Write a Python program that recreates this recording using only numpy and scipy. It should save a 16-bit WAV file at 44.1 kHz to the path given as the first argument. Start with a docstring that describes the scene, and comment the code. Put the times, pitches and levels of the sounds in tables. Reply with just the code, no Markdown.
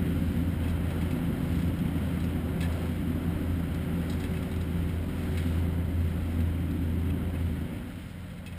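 """On a dirt track, a long road train crawls uphill and slowly draws away.
Two six-cylinder diesels drone as stacks of sine tones at slightly different speeds; the louder one eases off
at the end. Shaped noise makes the rumble, exhaust and crunching tyres; a gear whine is one gliding tone.
Stones and couplings knock the steel trailers: short noise scrapes ring in damped resonances.
Slow sampling holds each value for a moment, which mirrors the sound into the treble."""
import sys
import numpy as np
from scipy.fft import rfft, irfft, next_fast_len
from scipy.io import wavfile
from scipy.ndimage import map_coordinates

SR = 44100
rng = np.random.default_rng(int(sys.argv[2]) if len(sys.argv) > 2 else 0)


def to_wav(sig):
    """Store sig (one row per channel, or 1-D mono) as 16-bit WAV at the path in sys.argv[1].

    Samples outside -1..1 are clipped; the rate is SR.
    """
    pcm = np.clip(np.atleast_2d(sig), -1, 1) * 32767
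    pcm = np.round(pcm).astype(np.int16)
    wavfile.write(sys.argv[1], SR, pcm.T)  # frames by channels


N = 378378  # length in samples
TIME_S = np.arange(N) / SR


def amp(db):
    """Turn decibels into a gain."""
    return 10 ** (np.asarray(db) / 20)


def unit(x):
    """Scale a sound to an rms of 1."""
    return x / np.sqrt(np.mean(x ** 2) + 1e-20)


def curves(rows):
    """Join the table points by straight lines: one curve for each column after the time."""
    seconds, *columns = np.transpose(rows)
    return [np.interp(TIME_S, seconds, column) for column in columns]


def wobble(rate):
    """Draw a smooth random curve through `rate` random points a second."""
    points = rng.standard_normal(int(N * rate / SR) + 4)
    return map_coordinates(points, [np.arange(N) * rate / SR])


def filtered(x, response):
    """Multiply the spectrum of a sound by a response, given as a function of Hz."""
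    size = next_fast_len(len(x) + 8192)  # spare room keeps the end from wrapping onto the start
    spectrum = rfft(x, size) * response(np.fft.rfftfreq(size, 1 / SR))
    return irfft(spectrum, size)[:len(x)]


def coloured(x, spectrum):
    """Shape a sound by (Hz, dB) points joined on a log frequency axis, then scale it to rms 1."""
    point_hz, point_db = np.transpose(spectrum)

    def response(hz):
        return amp(np.interp(np.log(hz + 1), np.log(point_hz + 1), point_db))
    return unit(filtered(x, response))


def noise():
    """White noise for the whole scene."""
    return rng.standard_normal(N)


def tones(cycles, orders, sway, flutter_db):
    """Add sines on whole multiples of an engine's cycle; moving air sways each one's phase and level."""
    total = np.zeros(N)
    for multiple, db in orders:
        gain = np.sqrt(2) * amp(db + flutter_db * wobble(6))  # root two gives the sine an rms of 1
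        phase = 2 * np.pi * (multiple * cycles + rng.random())
        total += gain * np.sin(phase + sway * multiple * wobble(5))
    return total


EASE_S, FADE_S = 7.35, 0.79  # when the louder engine eases off; how long the layers then take to sink
# How loud each layer is over time.
# Each entry: level at the start in dB, loss as the train draws away in dB per second,
# drop after easing off in dB, unsteadiness in dB.
LAYER_LEVELS = {"octave": (-39, .5, 38, 0.8), "tones": (-31.5, 0.3, 25, 0.8),
                "rumble": (-39.5, 0.32, 3.5, .7), "pipe": (-33, .5, 13.5, 0.96),
                "rush": (-45.5, 0.36, 6.5, 0.76), "dirt": (-49.5, .35, 2.5, 0.5),
                "gravel": (-62.5, .3, 2.5, 1)}


def level_db(layer):
    """A layer recedes steadily, wavers, and sinks when the louder engine eases off."""
    start_db, recede_db, drop_db, waver_db = LAYER_LEVELS[layer]
    eased = np.clip((TIME_S - EASE_S) / FADE_S, 0, 1) ** 2.8  # slow at first, then faster
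    return start_db - recede_db * TIME_S - drop_db * eased + waver_db * wobble(4)


CYLINDERS = 6  # in each engine
FIRING_HZ = 83.82  # the louder engine under steady load
SAG_HZ_PER_S, IDLE_HZ = 8.7, 79  # on easing off, the firing rate sags at this speed to this floor


def loud_cycles():
    """Count the louder engine's cycles; each of its cylinders fires once a cycle."""
    eased_s = np.maximum(TIME_S - EASE_S, 0)
    firing_hz = np.maximum(FIRING_HZ - SAG_HZ_PER_S * eased_s, IDLE_HZ)
    return np.cumsum(firing_hz) / SR / CYLINDERS


def firing_puff(cycles):
    """A wave that peaks once per firing, to make noise pulse with the louder engine."""
    return np.cos(2 * np.pi * cycles * CYLINDERS)


# The balance of low and high in the deep rumble.
# Each row: frequency in Hz, relative strength in dB per Hz.
RUMBLE_SPECTRUM = [(8.8, -42), (15, -14), (32, -5.5), (70, 4.5), (92, -3), (110, 2), (140, -17),
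                   (240, -120)]


def rumble():
    """Deep turbulent engine noise: steady random noise limited to the bass."""
    return amp(level_db("rumble")) * coloured(noise(), RUMBLE_SPECTRUM)


# The exhaust pipe noise, in two humps.
# Each row: frequency in Hz, relative strength in dB per Hz.
PIPE_SPECTRUM = [(60, -54), (90, -2), (112, -5.5), (140, -1.5), (185, -1.5), (208, -6.5), (240, 2),
                 (295, -1.5), (318, -9.5), (370, -11.5), (395, -42), (500, -67)]


def pipe(puff):
    """Turbulent gas in the exhaust pipe: noise that pulses a little with each firing."""
    return amp(level_db("pipe")) * coloured(noise() * (1 + 0.065 * puff), PIPE_SPECTRUM)


# The balance of low and high in the mid-range rush.
# Each row: frequency in Hz, relative strength in dB per Hz.
RUSH_SPECTRUM = [(230, -38), (390, -6), (404, -4), (421, -8), (507, -2), (662, -8), (1130, -14),
                 (1300, -14), (1690, -19), (2860, -120)]


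def rush(puff, dull_rise_db):
    """Mid-range turbulent noise: it pulses faintly with the firing and rises with the gravel slides."""
    return amp(level_db("rush") + dull_rise_db) * coloured(noise() * (1 + 0.017 * puff), RUSH_SPECTRUM)


SLIDE_EDGE_S = 0.059  # softness of the start and end of a slide
# Loose gravel sliding under the tyres.
# Each row: start in seconds, length in seconds, rise of the hiss in dB, rise of the duller rush in dB.
GRAVEL_SLIDES = [(0.55, 0.18, 1, 1), (0.9, 0.3, 2.5, 2), (1.52, 0.13, 4, 0), (1.946, 0.37, 2.5, 0.7),
                 (2.68, 0.22, 5.5, 2.5), (3.9, 0.6, 3, 1), (5.147, 0.47, 6, 1.2)]


def gravel_slides():
    """Each slide lifts the hiss and the duller rush with soft edges; returns both rises in dB."""
    rises_db = np.zeros((2, N))
    for start, length, *rise_db in GRAVEL_SLIDES:
        begin = np.tanh((TIME_S - start) / SLIDE_EDGE_S)
        end = np.tanh((TIME_S - start - length) / SLIDE_EDGE_S)
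        rises_db += np.outer(rise_db, (begin - end) / 2)
    return rises_db


SLIDE_IN_DIRT = 0.45  # share of the hiss rise heard in the grinding dirt
# The grinding dirt. Each row: frequency in Hz, relative strength in dB per Hz.
DIRT_SPECTRUM = [(650, -19), (1100, -18), (1380, 0), (1600, -3), (2130, -0.5), (2430, -5.5), (3200, -4.5),
                 (3600, -17.5), (4680, -36), (7920, -120)]
# The brighter gravel hiss. Each row: frequency in Hz, relative strength in dB per Hz.
GRAVEL_SPECTRUM = [(2000, -27), (3300, -15), (3570, -4.5), (3970, -1), (4460, -8), (5060, -5), (5440, -8.5),
                   (5950, -9), (8000, -43)]


def tyres(hiss_rise_db):
    """Tyres grind dirt and gravel: uneven noise and random clicks of cracking stones, in two colours."""
    cracks = (rng.random(N) < 300 / SR) * noise() * 3.9  # about 300 a second
    bed = noise() * amp(0.19 * wobble(9) + 0.58 * wobble(30)) + cracks
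    dirt = amp(level_db("dirt") + SLIDE_IN_DIRT * hiss_rise_db) * coloured(bed, DIRT_SPECTRUM)
    gravel = amp(level_db("gravel") + hiss_rise_db) * coloured(bed, GRAVEL_SPECTRUM)
    return dirt + gravel


SPLIT_HZ = 3000  # border between the low and high ringing tones of the steel
LOWEST_BRIGHT_HZ = 3250  # where dull knocks touch the high ones
FAINT_COUNT, FAINT_DB, FAINT_SPREAD_DB = 14, -54.5, 4  # extra small knocks: number, lowest level, spread
# The ringing tones (modes) of the trailer steel.
# Each row: frequency in Hz, width in Hz, strength in dB.
STEEL_MODES = [(1727, 120, -0.5), (2175, 600, -2), (2560, 150, 4.5), (3276, 230, 6.5), (3830, 570, 4),
               (4410, 180, -4), (4970, 340, 6), (5320, 330, 5)]
# Stones and couplings knocking the trailers.
# Each row: start in seconds, peak level of the high modes in dB, peak level of the low modes in dB,
# pitch in Hz, time for the scrape to fade by 60 dB in seconds.
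KNOCKS = [(0.6397, -45, -45, 2580, .095), (0.681, -42, -41.5, 2749, .095), (0.697, -42, -46, 3920, 0.084),
          (0.9045, -42, -42.5, 1810, 0.087), (1.0124, -44, -38, 2370, 0.098),
          (1.109, -41, -38.5, 2190, 0.09), (1.5543, -42, -51, 3270, .044), (1.59, -43, -41, 1840, 0.12),
          (1.622, -41.5, -44, 3270, .031), (1.7892, -42, -50.5, 3270, 0.046), (2.201, -43, -48, 3510, .095),
          (2.24, -44, -41, 4090, 0.077), (2.605, -40, -37, 2840, 0.079), (2.611, -35, -33, 2100, .095),
          (2.626, -36.5, -35, 3400, 0.13), (2.642, -46, -38, 1683, .095), (2.7237, -44, -49, 3880, .095),
          (3.7445, -42.5, -46, 3830, 0.059), (4.0979, -36.5, -51, 3800, 0.079),
          (4.123, -40, -54, 3500, .06), (4.134, -42, -47, 3860, .06), (4.1994, -40, -46, 3840, .095),
          (4.2384, -39, -35.5, 3230, .066), (4.257, -51, -40, 1630, 0.057), (4.3374, -55, -36.5, 2184, .05),
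          (4.3686, -50, -37, 2190, .05), (4.427, -42, -41, 1696, .042), (4.5147, -43, -43, 3730, 0.092),
          (4.561, -45, -51.5, 3810, .06), (4.611, -42, -56, 3370, .081), (5.1935, -52, -44, 2600, .095),
          (5.3737, -37, -35, 1850, .15), (6.4037, -46.5, -44, 3900, 0.1), (6.7105, -43.5, -54, 3460, 0.032),
          (7.101, -44, -42.5, 2590, .06), (7.3524, -60, -42, 2213, .08), (8.462, -41, -40.5, 2560, .12),
          (8.524, -47.5, -45.5, 2385, 0.058)]


def faint_knocks():
    """Small knocks scattered at random, in the same columns as the table of knocks."""
    return [(a * N / SR, FAINT_DB + FAINT_SPREAD_DB * b, FAINT_DB + FAINT_SPREAD_DB * c, 1700 + 2300 * d, .06)
            for a, b, c, d in rng.random((FAINT_COUNT, 4))]


def rattles():
    """Each knock is a short scrape of noise that makes the damped steel ring, low and high modes apart."""
    out = np.zeros(N + SR)
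    t = np.arange(SR // 8) / SR
    mode_hz, width_hz, mode_db = np.transpose(STEEL_MODES)[:, :, None]
    high = mode_hz > SPLIT_HZ
    for start, high_db, low_db, pitch_hz, scrape_s in KNOCKS + faint_knocks():
        fade = amp(-60 * t / np.clip(scrape_s, .015, .3))
        push = rng.standard_normal(len(t)) * fade * (1 - np.exp(-t / 0.00062))
        push[0] = 9  # the first contact is a sharp blow
        # modes near the knock's pitch ring most; a bright knock also rings an octave down
        low_centre_hz = pitch_hz / 2 if pitch_hz > SPLIT_HZ else pitch_hz
        centre_hz = np.where(high, max(pitch_hz, LOWEST_BRIGHT_HZ), low_centre_hz)
        near_db = -16 * np.abs(np.log2(mode_hz / centre_hz))
        gain = amp(mode_db + near_db + rng.normal(0, 0.41, mode_hz.shape))

        def ringing(f):
            damping = 1j * f * width_hz
            return gain * (damping / (mode_hz ** 2 - f * f + damping)) ** 2  # squared for steep sides

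        for peak_db, part in ((high_db, high), (low_db, ~high)):
            knock = filtered(push, lambda f: np.sum(part * ringing(f), axis=0))
            out[round(start * SR):][:len(t)] += amp(peak_db) * knock / np.abs(knock).max()
    return out[:N]


# The gear whine. Each row: time in seconds, pitch in Hz, level in dB.
WHINE_CURVE = [(0, 377.4, -46.5), (.6, 369.3, -52.5), (1.15, 366.4, -48.5), (1.7, 372.5, -53),
               (2.9, 369.5, -46.5), (3.4, 374.8, -50.5), (5.4, 374.5, -47), (6.5, 376, -54),
               (7.4, 378.3, -48.5), (7.75, 374, -53.5), (8, 368, -77), (8.58, 367.4, -79)]


def gear_whine():
    """A single sine glides in pitch, with unsteady level and phase."""
    hz, db = curves(WHINE_CURVE)
    phase = 2 * np.pi * np.cumsum(hz) / SR
    return np.sqrt(2) * amp(db + 2.1 * wobble(9)) * np.sin(phase + 0.37 * wobble(4.1))


# The softer engine. Each row: time in seconds, firing rate in Hz, level in dB.
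SOFT_CURVE = [(0, 88.5, -43), (1.5, 88.8, -45.5), (4, 88.56, -46), (6, 88.7, -45), (7.6, 88.47, -50),
              (8.1, 87.96, -44), (8.58, 87.1, -43.5)]
# Its exhaust tones. Each row: multiple of the cycle rate, strength in dB against the level above.
SOFT_TONES = [(3, -11), (6, -.5), (9, -6), (10, -10), (12, -1), (14, -10), (15, -13)]


def soft_engine():
    """The softer diesel: exhaust tones on multiples of its own, slightly different cycle rate."""
    firing_hz, db = curves(SOFT_CURVE)
    cycles = np.cumsum(firing_hz) / SR / CYLINDERS
    return amp(db) * tones(cycles, SOFT_TONES, sway=0.048, flutter_db=1.5)


NEIGHBOUR, NEIGHBOUR_DB = 1.017, -2  # tone just above twice the firing rate: pitch ratio, relative level
# The louder engine's firing tone, swelling as the trailers screen and free it.
# Each row: time in seconds, level in dB.
LOUD_FIRING = [(0, -32.5), (1.1, -33.5), (1.3, -44), (1.6, -31), (1.88, -39), (2.0, -31.5), (2.1, -37),
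               (2.4, -30), (2.7, -33), (3.5, -33.5), (3.75, -35.5), (4.3, -35), (4.47, -39.5), (4.7, -31.5),
               (5.15, -34.5), (5.3, -30.5), (6.1, -29.5), (6.25, -37), (6.4, -30.5), (7.1, -31.5),
               (7.22, -34.5), (7.45, -32), (7.85, -51), (8.58, -62)]
# Its other exhaust tones, from unequal cylinders.
# Each row: multiple of the cycle rate, strength in dB against their common level.
LOUD_TONES = [(2, -23.5), (3, -20), (4, -18), (10, -12.5), (14, -14), (18, -17.5), (20, -20), (36, -31)]


def loud_engine(cycles):
    """The louder diesel: a firing tone, its octave with a beating neighbour, and other exhaust tones."""
    firing_db, = curves(LOUD_FIRING)
    firing_order, octave_order = [(CYLINDERS, 0)], [(2 * CYLINDERS, 0)]
    firing = amp(firing_db) * tones(cycles, firing_order, sway=0.013, flutter_db=1.6)
    octave = amp(level_db("octave")) * tones(cycles, octave_order, sway=0.052, flutter_db=2.0)
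    neighbour_gain = amp(level_db("octave") + NEIGHBOUR_DB)
    neighbour = neighbour_gain * tones(cycles * NEIGHBOUR, octave_order, sway=0.061, flutter_db=2.5)
    others = amp(level_db("tones")) * tones(cycles, LOUD_TONES, sway=0.033, flutter_db=2.5)
    return firing + octave + neighbour + others


def scene():
    """Add all the sources together at one microphone."""
    cycles = loud_cycles()
    puff = firing_puff(cycles)
    hiss_rise_db, dull_rise_db = gravel_slides()
    roar = rumble() + pipe(puff) + rush(puff, dull_rise_db) + tyres(hiss_rise_db)
    drone = gear_whine() + soft_engine() + loud_engine(cycles)
    return (roar + rattles() + drone)[None]


HOLD_HZ, STEPS = 12000, 4  # slow sampling rate; steps each value is held for
TOP_HZ = 15300  # nothing passes above this


def record(dry):
    """Slow sampling with each value held for four steps: a mirror image round the sampling rate."""
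    def before_sampler(hz):
        return (hz < HOLD_HZ / 2) / np.sqrt(1 + (hz / 5500) ** 32)

    def hold(hz):
        held = np.sinc(hz / HOLD_HZ) / np.sinc(hz / (HOLD_HZ * STEPS))  # holding dulls the treble
        return held * (hz < TOP_HZ)

    slow = filtered(dry[0], before_sampler)
    mirrored = slow * (1 + 2 * np.cos(2 * np.pi * HOLD_HZ * TIME_S))
    return filtered(mirrored, hold)[None]


dry = scene()
out = record(dry)
to_wav(out)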